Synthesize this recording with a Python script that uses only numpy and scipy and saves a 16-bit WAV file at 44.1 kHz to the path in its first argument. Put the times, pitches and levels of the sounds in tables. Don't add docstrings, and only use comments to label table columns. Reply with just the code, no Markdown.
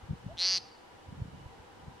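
import sys
import numpy as np
from scipy import signal
from scipy.fft import rfft, irfft, next_fast_len
from scipy.io import wavfile
from scipy.ndimage import map_coordinates

SR = 44100
rng = np.random.default_rng(int(sys.argv[2]) if len(sys.argv) > 2 else 0)


def master(y):
    cut = np.clip(np.atleast_2d(y).T, -1, 1)
    pcm = np.round(cut * 32767)
    wavfile.write(sys.argv[1], SR, pcm.astype(np.int16))


N = 88200


def amp(db):
    return 10 ** (np.asarray(db) / 20)


def unit(x):
    return x / np.sqrt(np.mean(x ** 2) + 1e-20)


def along(points, hz):
    f, v = np.transpose(points)
    return np.interp(np.log(hz + 1), np.log(f + 1), v)


def curves(rows, t):
    times, *columns = np.transpose(rows)
    return [np.interp(t, times, column) for column in columns]


def filtered(x, response):
    size = next_fast_len(N + SR // 2)
    return irfft(rfft(x, size) * response(np.fft.rfftfreq(size, 1 / SR)), size)[..., :N]


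def causal(gain):
    cepstrum = irfft(np.log(np.maximum(gain, 1e-6)))
    half = len(cepstrum) // 2
    cepstrum[1:half] *= 2
    cepstrum[half + 1:] = 0
    return np.exp(rfft(cepstrum))


def stereo(mid, side):
    return np.array([mid + side, mid - side])


def noise(spectrum, coherence):
    def response(hz):
        angle = np.arccos(np.clip(along(coherence, hz), -1, 1)) / 2
        return amp(along(spectrum, hz)) * [np.cos(angle), np.sin(angle)]
    return unit(stereo(*filtered(rng.standard_normal((2, N)), response)))


def hush(level_db=-56):
    # frequency_hz, relative_db
    spectrum = [(25, -10), (100, -15.5), (200, -8), (330, -1.5), (600, -4), (900, -5), (1400, -7.5),
                (2400, -14), (3800, -17.5), (6000, -23), (10000, -30), (12500, -35), (14000, -41)]
    # frequency_hz, coherence (0-1)
    coherence = [(60, 1), (250, 0), (500, 0), (850, 0.03), (2000, 0), (10000, 0)]
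    return amp(level_db) * noise(spectrum, coherence)


def rumble():
    # frequency_hz, relative_db
    spectrum = [(20, -22), (45, -3.5), (90, 2), (170, -3), (280, -7.5), (600, -26), (2000, -81)]
    # time_s, level_db
    envelope = [(0, -64.5), (.13, -46), (.19, -58.5), (.3, -50.5), (.42, -63), (.53, -58), (.67, -63),
                (.74, -71), (1.03, -62), (1.13, -52), (1.35, -51.5), (1.55, -59), (1.7, -63.5), (1.87, -52),
                (2, -66)]
    level_db, = curves(envelope, np.arange(N) / SR)
    return amp(level_db) * noise(spectrum, coherence=[(50, 1.0), (250, 0.39)])


def drone(waver_db=2.5, knots_per_s=9):
    # centre_hz, width_hz, level_db
    bands = [(489, 76, -68), (787, 68, -64.5), (880, 79, -68), (977.4, 34, -68), (2940, 300, -73)]
    knots = np.arange(N) * knots_per_s / SR
    out = np.zeros((2, N))
    for hz, width, db in bands:
        waver = waver_db * map_coordinates(rng.standard_normal(int(knots[-1]) + 2), [knots])
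        mid_side = rng.standard_normal((2, N)) * [[1], [.5]]
        band = filtered(mid_side, lambda f: 1 / (1 + (2 * (f - hz) / width) ** 2))
        out += amp(db + waver) * unit(stereo(*band))
    return out


def bumps(sigma_cycles=0.39, lag_s=0.00073, low_cut_hz=31):
    # centre_s, level_db, pitch_hz
    pushes = [(0.039, -41, 79), (.099, -31.5, 139), (0.112, -23, 128), (0.134, -28.5, 151),
              (.247, -41.5, 130), (0.266, -30, 146), (.281, -38.5, 120), (0.315, -46, 88), (0.34, -42, 100),
              (1.09, -37.5, 91), (1.128, -35, 163), (1.188, -38, 120), (1.204, -34.5, 140),
              (1.222, -25.5, 103), (1.257, -36, 170), (1.283, -44, 134), (1.336, -39.5, 118),
              (1.348, -41.5, 170), (1.379, -43.5, 138), (1.418, -45.5, 122), (1.464, -36.5, 95),
              (1.603, -47.5, 85), (1.883, -36.5, 127)]
    # time_s, pan_db
    pan = [(.2, 1.9), (1.2, -.7), (1.8, 0.5)]
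    t, out = np.arange(N) / SR, np.zeros((2, N))
    sides = np.array([[1], [-1]])
    for centre_s, db, hz in pushes:
        phase, skew = rng.uniform(-0.83, 1, 2)
        cycles = (t - centre_s + lag_s * skew * sides) * hz
        envelope = np.exp(-.5 * (cycles / sigma_cycles) ** 2)
        out += amp(db) * envelope * np.sin(2 * np.pi * cycles + np.pi * phase)
    out *= amp(sides * curves(pan, t)[0])
    return filtered(out, lambda hz: hz ** 2 / np.sqrt(hz ** 4 + low_cut_hz ** 4))


def hiccup():
    # time_s, pitch_hz, level_db
    glide = [(.275, 540, -68), (.287, 570, -54), (.298, 600, -48), (.313, 665, -45.5), (.328, 695, -49),
             (.342, 700, -66)]
    t = np.arange(N) / SR
    hz, db = curves(glide, t)
    sounding = (t > glide[0][0]) & (t < glide[-1][0])
    return amp(db) * np.sin(2 * np.pi * np.cumsum(hz) / SR) * sounding


def throat(hz, main_hz, upper_hz):
    # frequency_hz, gain_db
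    click = [(150, -54), (380, -24.5), (560, -17), (1100, -19.5), (1600, -13.5), (3000, -8.5), (6000, -9),
             (6900, -31), (7500, -25), (8200, -40), (9000, -24.5), (10300, -35.5), (11500, -72),
             (15500, -54)]
    main_db, main_half_width_hz = 9, 353
    upper_db, upper_width_hz, upper_order, fade_hz = -3, 1550, 18.5, 400
    main = amp(main_db) / (1 + ((hz - main_hz) / main_half_width_hz) ** 2)
    detuning = np.abs(2 * (hz - upper_hz) / upper_width_hz)
    upper = amp(upper_db) / np.sqrt(1 + detuning ** (2 * upper_order))
    above_main = .5 + .5 * np.tanh((hz - main_hz) / fade_hz)
    return causal(np.sqrt(main ** 2 + (above_main * upper) ** 2 + amp(along(click, hz)) ** 2))


def peent(start_s=.3723, end_s=.5885, size=1024):
    # time_s, pitch_hz
    pitch = [(.376, 167.5), (.382, 164), (.393, 175), (.405, 181), (.41, 191), (.4155, 172), (.427, 180),
             (.445, 183.6), (.48, 186), (.515, 187.2), (.56, 185.4), (.584, 177)]
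    # time_s, gain_db, main_hz, upper_hz
    effort = [(.372, -20, 3300, 3000), (.385, -9, 3800, 3200), (.396, -4.5, 4060, 3650),
              (.407, -3, 4210, 4050), (.418, .5, 4320, 4550), (.45, 1.3, 4520, 5230),
              (.485, 1.3, 4710, 5650), (.53, .3, 4750, 5790), (.569, -.7, 4680, 5600),
              (.576, -2.5, 4560, 5150), (.581, -7, 4400, 4550), (.586, -20, 4200, 4000)]
    # time_s, gain_db
    treble = [(0.376, 3), (.395, 6), (.44, -2), (.5, -2.5), (.567, -1.5), (.581, 9)]
    shimmer_db, jitter_s = .35, .000005
    rasp_db, rasp_decay_s = -19.5, 0.0014
    shelf_hz, shelf_fade_hz = 6200, 304
    t = np.arange(start_s, end_s, 1 / SR)
    cycles = np.cumsum(curves(pitch, t)[0]) / SR
    times = np.interp(np.arange(int(cycles[-1]) + 1), cycles, t)
    hz, out = np.fft.rfftfreq(size, 1 / SR), np.zeros(N)
    puff = np.exp(-np.arange(size) / SR / rasp_decay_s)
    shelf = .5 + .5 * np.tanh((hz - shelf_hz) / shelf_fade_hz)
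    clicks = zip(times, *curves(effort, times), *curves(treble, times))
    for time_s, db, main_hz, upper_hz, treble_db in clicks:
        offset_s, offset_db = rng.standard_normal(2) * [jitter_s, shimmer_db]
        start = int(time_s * SR) - size // 16
        delay_s = time_s + offset_s - start / SR
        rasp = amp(rasp_db) * rfft(puff * rng.standard_normal(size)) / np.linalg.norm(puff)
        colour = throat(hz, main_hz, upper_hz) * causal(amp(treble_db * shelf))
        ring = irfft((1 + rasp) * colour * np.exp(-2j * np.pi * hz * delay_s))
        out[start:start + size] += amp(db + offset_db) * ring
    return out


def ground(call, corner_hz=3600):
    # delay_s, gain_db
    paths = [(.0007, -24), (.00215, -15), (.0036, -23)]
    def response(hz):
        reflected = sum(amp(db) * np.exp(-2j * np.pi * hz * delay_s) for delay_s, db in paths)
        return 1 + reflected * hz ** 4 / (hz ** 4 + corner_hz ** 4)
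    return filtered(call, response)


def echo(x, t60s, width):
    hz, t, spectra = signal.stft(rng.standard_normal((2, SR)), SR, nperseg=256)
    decay = amp(-60 * t / along(t60s, hz)[:, None])
    tail = signal.istft(spectra * decay, SR, nperseg=256)[1]
    mid, side = signal.fftconvolve(x[None], tail / np.linalg.norm(tail[0]), axes=1)[:, :N]
    return stereo(mid, width * side)


def woodland(bird, brush_db=-10.5, trees_db=-23.5, edge_db=-30, edge_delay_s=.112):
    # frequency_hz, t60_s
    tree_decay = [(500, 1), (4500, 0.67), (10000, .3)]
    brush = amp(brush_db) * echo(bird, t60s=[(4500, 0.081)], width=0.34)
    trees = amp(trees_db) * echo(bird, tree_decay, width=0.35)
    late = filtered(bird, lambda hz: np.exp(-2j * np.pi * hz * edge_delay_s))
    edge = amp(edge_db) * echo(late, t60s=[(4500, 0.069)], width=0.35)
    return brush + trees + edge


def scene():
    bird = hiccup() + ground(peent())
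    return bird + woodland(bird) + bumps() + hush() + rumble() + drone()


def record(dry, top_hz=15700):
    return filtered(dry, lambda hz: hz < top_hz)


dry = scene()
out = record(dry)
master(out)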